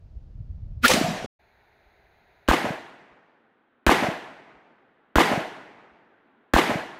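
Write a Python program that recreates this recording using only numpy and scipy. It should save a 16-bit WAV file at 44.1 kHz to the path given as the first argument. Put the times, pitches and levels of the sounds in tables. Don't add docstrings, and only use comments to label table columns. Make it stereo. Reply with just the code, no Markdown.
import sys
import numpy as np
from scipy import signal
from scipy.fft import rfft, irfft
from scipy.io import wavfile
from scipy.ndimage import uniform_filter1d

SR = 44100
rng = np.random.default_rng(int(sys.argv[2]) if len(sys.argv) > 2 else 0)


def inscribe(sig):
    pcm = np.round(np.clip(np.atleast_2d(sig).T, -1, 1) * 32767)
    wavfile.write(sys.argv[1], SR, pcm.astype(np.int16))


N = 308333

# start_s, blast_db, echo_db
WIDE_SHOTS = [(2.4856, -2, -2.5), (3.8660, -2, 1), (5.1565, -2.5, 1.5), (6.5365, -2, 0.5)]
CLOSE_SHOT_S = 0.854


def amp(db):
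    return 10 ** (np.asarray(db) / 20)


def evened(x):
    return x / np.sqrt(np.mean(x ** 2) + 1e-20)


def read(points, hz):
    f, value = np.transpose(points)
    return np.interp(np.log(hz + 1), np.log(f + 1), value)


def ramp(t, length):
    return np.clip(t / length, 0, 1)


def hump(t, rise, fall):
    return np.exp(-(t / np.where(t < 0, rise, fall)) ** 2)


def add(mix, s, sound):
    part = mix[:, max(round(s * SR), 0):][:, :sound.shape[-1]]
    part += sound[..., :part.shape[1]]


def seconds(length):
    return np.arange(round(length * SR)) / SR


def diffuse(colour, size):
    port_gap_m, sound_speed_m_per_s = 0.17, 343
    hz = np.fft.rfftfreq(size, 1 / SR)
    a, b = rfft(rng.standard_normal((2, size)))
    coherence = np.sinc(2 * hz * port_gap_m / sound_speed_m_per_s)
    other_port = coherence * a + np.sqrt(1 - coherence ** 2) * b
    spectra = np.array([a, other_port]) * amp(read(colour, hz))
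    return evened(irfft(spectra, size))


def band(x, hz, width):
    b, a = signal.iirpeak(hz, hz / min(1.5 * width, SR / 4), fs=SR)
    once = signal.lfilter(b, a, x)
    return signal.lfilter(b, a, once)


def puff(hz, length):
    t = seconds(.1) - .05
    return np.exp(-(t / length) ** 2) * np.cos(2 * np.pi * (hz * t + rng.random()))


def tilted(x, tilt):
    lean_db = read(tilt, np.fft.rfftfreq(x.shape[1], 1 / SR))
    return irfft(rfft(x) * amp([lean_db / 2, -lean_db / 2]), x.shape[1])


def hush(dulling_s=.1):
    # pitch_hz, relative_level_db (per Hz)
    hush_colour = [(20, -8), (60, 4), (130, -3), (290, -8.5), (420, 1), (510, -6.5), (650, 1), (900, 0.5),
                   (1150, -9), (1500, 0), (2300, -4.5), (3100, -18), (4000, -11.5), (5600, -33),
                   (6600, -23), (7900, -52), (9500, -33), (15000, -30.5)]
    dull_colour = [(25, -19.5), (90, -17), (170, -9), (230, 7.5), (400, 1), (800, -7.5), (1500, 3.5),
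                   (2400, -12.5), (3300, -14), (3900, -19.5), (4900, -40.5), (16000, -48)]
    hush_db, dull_hush_db, growth_db_per_s = -59, -67.5, 1.12
    t = np.arange(N) / SR - WIDE_SHOTS[0][0]
    dulled = ramp(t, dulling_s)
    clear = (1 - dulled) * amp(hush_db) * diffuse(hush_colour, N)
    dull = dulled * amp(dull_hush_db) * diffuse(dull_colour, N)
    return amp(growth_db_per_s * t) * (clear + dull)


def close_air(air_db=-66):
    # pitch_hz, relative_level_db (per Hz)
    air_colour = [(100, -6.5), (300, 1), (650, 1), (1000, -9), (1400, -9.5), (2000, -14.5), (3000, -17.5),
                  (4800, -19.5), (6500, -25.5), (8500, -36), (16000, -38)]
    return amp(air_db) * diffuse(air_colour, N)


def wind(calm_db=-9, gust_db=1.0, eddy_cycles=0.64):
    # pitch_hz, relative_level_db (per Hz)
    wind_colour = [(15, -14.5), (30, -2), (60, -3), (90, -5), (130, -12.5), (190, -22), (280, -32.5),
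                   (450, -49.5), (1000, -61.5), (4000, -100)]
    # centre_s, left_db, right_db, pitch_hz
    eddies = [(.174, -25.5, -34, 55), (0.409, -20, -44, 100), (0.508, -22.5, -40, 67.6),
              (0.631, -22.5, -40, 81.6), (.698, -30, -23, 45), (.778, -21, -45, 87)]
    wind_db, rise_s = -35, 0.2
    turn_down_start_s, turn_down_length_s, turn_down_db = 0.87, 0.13, -15
    lee_db, lee_end_s = -21.5, 0.4
    t = np.arange(N) / SR
    turned_down_db = turn_down_db * ramp(t - turn_down_start_s, turn_down_length_s)
    level_db = wind_db + calm_db * np.exp(-t / rise_s) + turned_down_db
    rates_hz = np.geomspace(3, 11, 6)
    gusts = evened(sum(np.sin(2 * np.pi * (rate * t + rng.random())) for rate in rates_hz))
    ports_db = level_db, level_db + lee_db * (1 - ramp(t, lee_end_s))
    out = np.array([diffuse(wind_colour, N)[0] * amp(db + gust_db * gusts) for db in ports_db])
    for s, left_db, right_db, hz in eddies:
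        add(out, s - .05, amp([[left_db], [right_db]]) * puff(hz, eddy_cycles / hz))
    return out


def bumps(cycles=.85):
    # centre_s, level_db, pitch_hz
    knocks = [(1.879, -57, 48), (2.051, -58, 55), (3.127, -64, 60), (4.563, -63.5, 55), (5.93, -63, 69.8)]
    out = np.zeros((2, N))
    for s, db, hz in knocks:
        add(out, s - .05, amp(db) * puff(hz, cycles / hz))
    return out


def spreading(t, peak_db, full_s, early_db, open_db, wood_s, wood_db):
    open_doublings = np.log2(np.clip(t, full_s, wood_s) / full_s)
    wood_doublings = np.log2(np.maximum(t / wood_s, 1))
    build_up_db = early_db * (1 - ramp(t, full_s) ** 2)
    return amp(peak_db + build_up_db - open_db * open_doublings - wood_db * wood_doublings)


def roll(colour, t, start_hz, glide_s, lift_db, bank_db, patchy_db=1.5, band_octaves=0.15, fade_s=0.32):
    # pitch_hz, loss_db_per_s
    air_loss = [(100, -3.5), (1500, 0.5), (3000, 9.5), (6000, 20), (11000, 39), (16000, 55)]
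    arrival_s, note_hz, bank_spread_s = 0.2065, 684.4, 0.011
    hz, at, z = signal.stft(diffuse(colour, len(t)), SR, nperseg=512)
    clumps = uniform_filter1d(rng.standard_normal(z.shape[1:]), size=5, axis=0)
    clumps = uniform_filter1d(clumps, size=5, axis=1)
    favoured_hz = start_hz + (note_hz - start_hz) * ramp(at, glide_s)
    octaves = np.log2((hz[:, None] + 1) / favoured_hz)
    favour_db = lift_db * np.exp(-np.maximum(at - arrival_s, 0) / fade_s)
    favour_db = favour_db + bank_db * hump(at - arrival_s, bank_spread_s, bank_spread_s)
    band_db = favour_db * np.exp(-(octaves / band_octaves) ** 2)
    loss_db = read(air_loss, hz)[:, None] * at
    shaped = z * amp(patchy_db * evened(clumps) + band_db - loss_db)
    return signal.istft(shaped, SR, nperseg=512)[1][:, :len(t)]


def wide_roll():
    # pitch_hz, relative_level_db (per Hz)
    wide_colour = [(30, -28), (80, -20), (150, -8), (240, -5), (380, -2), (530, -3), (800, 0.5), (1200, -3),
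                   (1800, -0.5), (3200, -8.5), (5000, -17), (7500, -22.5), (12500, -24), (16000, -38)]
    t = seconds(1.6)
    level = spreading(t, peak_db=-16.5, full_s=0.037, early_db=-18.5, open_db=4.0, wood_s=0.21, wood_db=15.0)
    return level * roll(wide_colour, t, start_hz=1204, glide_s=0.21, lift_db=5.5, bank_db=11.0)


def reflections(rows, scatter, frontal_hz=1100):
    out, t = np.zeros((2, SR)), seconds(.1)
    for delay, db, hz, width, depth, pan_db in rows:
        spread = diffuse([(20, 0), (20000, 0)], len(t)) * np.exp(-t / depth)
        spread = spread + spread[::-1] / (1 + (hz / frontal_hz) ** 2) ** 2
        slap = band((t == 0) + scatter * spread, hz, width)
        slap = slap * np.sqrt(.01 * SR / np.sum(slap ** 2, axis=1, keepdims=True))
        add(out, delay, amp([[db + pan_db / 2], [db - pan_db / 2]]) * slap)
    return out


def close_echoes():
    # pitch_hz, relative_level_db (per Hz)
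    close_colour = [(30, -16), (90, -9), (180, -2), (380, -5), (680, 0.5), (1100, -3), (1800, -2),
                    (3500, -5.5), (6000, -8.5), (9000, -14.5), (12000, -17), (16000, -23)]
    # delay_s, level_db (over 10 ms), centre_hz, width_hz, depth_s, left_minus_right_db
    surfaces = [(.0265, -16.5, 4404, 5000, 0.0065, -0.5), (.059, -17, 1308, 1500, .009, -1),
                (.081, -17.5, 2000, 2990, .0097, 0), (.085, -21, 213.5, 70.2, .0035, -3.5),
                (.118, -23, 210, 70.6, .006, -1), (.158, -20, 260, 123.4, 0.00011, 4.5),
                (.18, -24, 153, 50, .011, -4), (.226, -22.5, 190, 70, 0.028, -3.5),
                (.39, -29.5, 195, 400, 0.0041, 5)]
    out, t = np.zeros((2, N)), seconds(.5)
    level = spreading(t, peak_db=-14.0, full_s=0.049, early_db=-22.5, open_db=6.0, wood_s=0.32, wood_db=13)
    trees = roll(close_colour, t, start_hz=400, glide_s=.135, lift_db=10.0, bank_db=11.5)
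    add(out, CLOSE_SHOT_S, level * trees)
    add(out, CLOSE_SHOT_S, reflections(surfaces, scatter=0.61))
    return out


def tick(tick_db=-26, lead_s=.007, centre_hz=2100, width_hz=1200, fade_s=0.0052):
    out, t = np.zeros((2, N)), seconds(0.0032)
    noise = rng.standard_normal((2, len(t)))
    burst = evened(band(noise, centre_hz, width_hz)) * np.exp(-t / fade_s)
    add(out, WIDE_SHOTS[0][0] - lead_s, amp(tick_db) * burst)
    return out


def blast(t, length):
    u = np.maximum(t, 0) / length
    return (t >= 0) * (1 - u) * np.exp(-u)


def overload(crack_db=-5, crack_s=0.0016, ground_s=.0036, ground_db=11, ground_len_s=0.001, swing_hz=49,
             swing_db=-7, swing_s=0.018, swing_len_s=.0095, fizz_db=-7, left_db=-22, edge_hz=1200,
             low_hz=250, gas_db=-11, gas_s=0.0032):
    # pitch_hz, relative_level_db (per Hz)
    rattle_colour = [(60, -28.5), (140, -14.5), (280, 2), (600, -9.5), (900, -3.5), (1250, 0.5),
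                     (1600, 6.5), (2200, -8), (3300, -9), (5000, -20.5), (7000, -19), (10000, -28),
                     (15000, -24.5)]
    rattle_db, hold_s, fall_db_per_s = -13, 0.025, 1505
    front_db, front_s = 5, 0.0014
    t = seconds(.12)
    shocks = amp(crack_db) * blast(t, crack_s) + amp(ground_db) * blast(t - ground_s, ground_len_s)
    port_band = signal.butter(1, [low_hz, edge_hz], "band", fs=SR, output="sos")
    shocks = signal.sosfilt(port_band, -2 * shocks)
    swing = amp(swing_db) * np.cos(2 * np.pi * swing_hz * t) * np.exp(-((t - swing_s) / swing_len_s) ** 2)
    left, right = diffuse(rattle_colour, len(t))
    decay_db = fall_db_per_s * np.maximum(t - hold_s, 0)
    rattle = amp(rattle_db - decay_db + front_db * np.exp(-t / front_s))
    gas = amp(gas_db) * np.exp(-(t / gas_s) ** 4)
    pressure = np.tanh(shocks) + swing
    left_port = left * rattle + amp(left_db) * pressure
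    right_port = right * (amp(fizz_db) * rattle + gas) + pressure
    return np.array([left_port, right_port])


def wide_shots(change=0.25, echo_share=0.66):
    # delay_s, level_db (over 10 ms, before the shot's echo level),
    # centre_hz, width_hz, depth_s, left_minus_right_db
    surfaces = [(.0275, -15.5, 983, 516, .0002, 6.5), (.0272, -19, 287, 200, 0.00079, 5.5),
                (.0465, -17.5, 750, 600, 0.0094, -5), (.0505, -21.5, 1800, 1800, .008, 3),
                (.052, -18.5, 267, 163, 0.011, 5.5), (.079, -26, 2380, 913, 0.0071, 4),
                (.1575, -23.5, 230, 132, .003, 3.5), (.165, -22, 680, 500, 0.014, 3.5),
                (.174, -30, 208, 141, .006, 2.5), (.218, -25, 191, 116, 0.0028, -2)]
    # pitch_hz, left_minus_right_db
    port_tilt = [(60, -1), (200, 3), (600, -1.5), (1300, 1.5), (2500, 2), (5000, 3), (8000, 9), (14000, -7)]
    out = np.zeros((2, N))
    steady, slaps = wide_roll(), reflections(surfaces, scatter=0.32)
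    for s, blast_db, echo_db in WIDE_SHOTS:
        trees = np.sqrt(1 - change) * steady + np.sqrt(change) * wide_roll()
        add(out, s, amp(blast_db) * overload())
        add(out, s, amp(echo_db) * tilted(trees, port_tilt))
        add(out, s, amp(echo_share * echo_db) * slaps)
    return out


def close_blast(ring_lean_db=4.0, waver=0.088):
    # pitch_hz, relative_level_db (per Hz)
    crackle_colour = [(50, -21), (140, -18), (260, -7), (450, -1), (900, -8), (1500, 1.5), (2400, 5),
                      (4000, -0.5), (6500, -9.5), (9500, -15), (16000, -14.5)]
    # centre_s, level_db (mean of the ports), pitch_hz, length_s
    rings = [(.850, -10.5, 1410, 0.0093), (.861, -13, 1734, .0055)]
    crackle_db, rise_s, fall_s = -15, .015, 0.027
    punch_lead_s, punch_db, punch_hz, punch_length_s = 0.003, -17, 245, 0.013
    out, t = np.zeros((2, N)), seconds(.2) - .05
    crackle = hump(t, rise_s, fall_s) * diffuse(crackle_colour, len(t))
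    add(out, CLOSE_SHOT_S + t[0], amp(crackle_db) * crackle)
    add(out, CLOSE_SHOT_S - punch_lead_s + t[0], amp(punch_db) * puff(punch_hz, punch_length_s))
    for s, db, hz, length in rings:
        wobble = evened(uniform_filter1d(rng.standard_normal((2, len(t))), size=30))
        cycles = np.cumsum(hz * (1 + waver * wobble), axis=1) / SR
        ring = np.sqrt(2) * np.sin(2 * np.pi * cycles)
        lean = amp([[db + ring_lean_db], [db - ring_lean_db]])
        add(out, s + t[0], lean * hump(t, length, length) * ring)
    return out


def scene():
    # pitch_hz, left_minus_right_db
    close_tilt = [(200, -0.5), (1500, 0), (4000, -0.5), (8000, -3.5), (13000, -6)]
    close_end_s, wide_start_s = 1.262, 1.39
    t = np.arange(N) / SR
    close = close_air() + wind() + tilted(close_echoes() + close_blast(), close_tilt)
    wide = hush() + bumps() + tick() + wide_shots()
    return close * ramp(close_end_s - t, .002) + wide * ramp(t - wide_start_s, .008)


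def record(dry):
    edge_hz = 15700
    limited = dry / (1 + dry ** 6) ** (1 / 6)
    low_pass = signal.firwin(255, edge_hz, window=("kaiser", 9), fs=SR)
    return signal.oaconvolve(limited, low_pass[None], "same")


dry = scene()
out = record(dry)
inscribe(out)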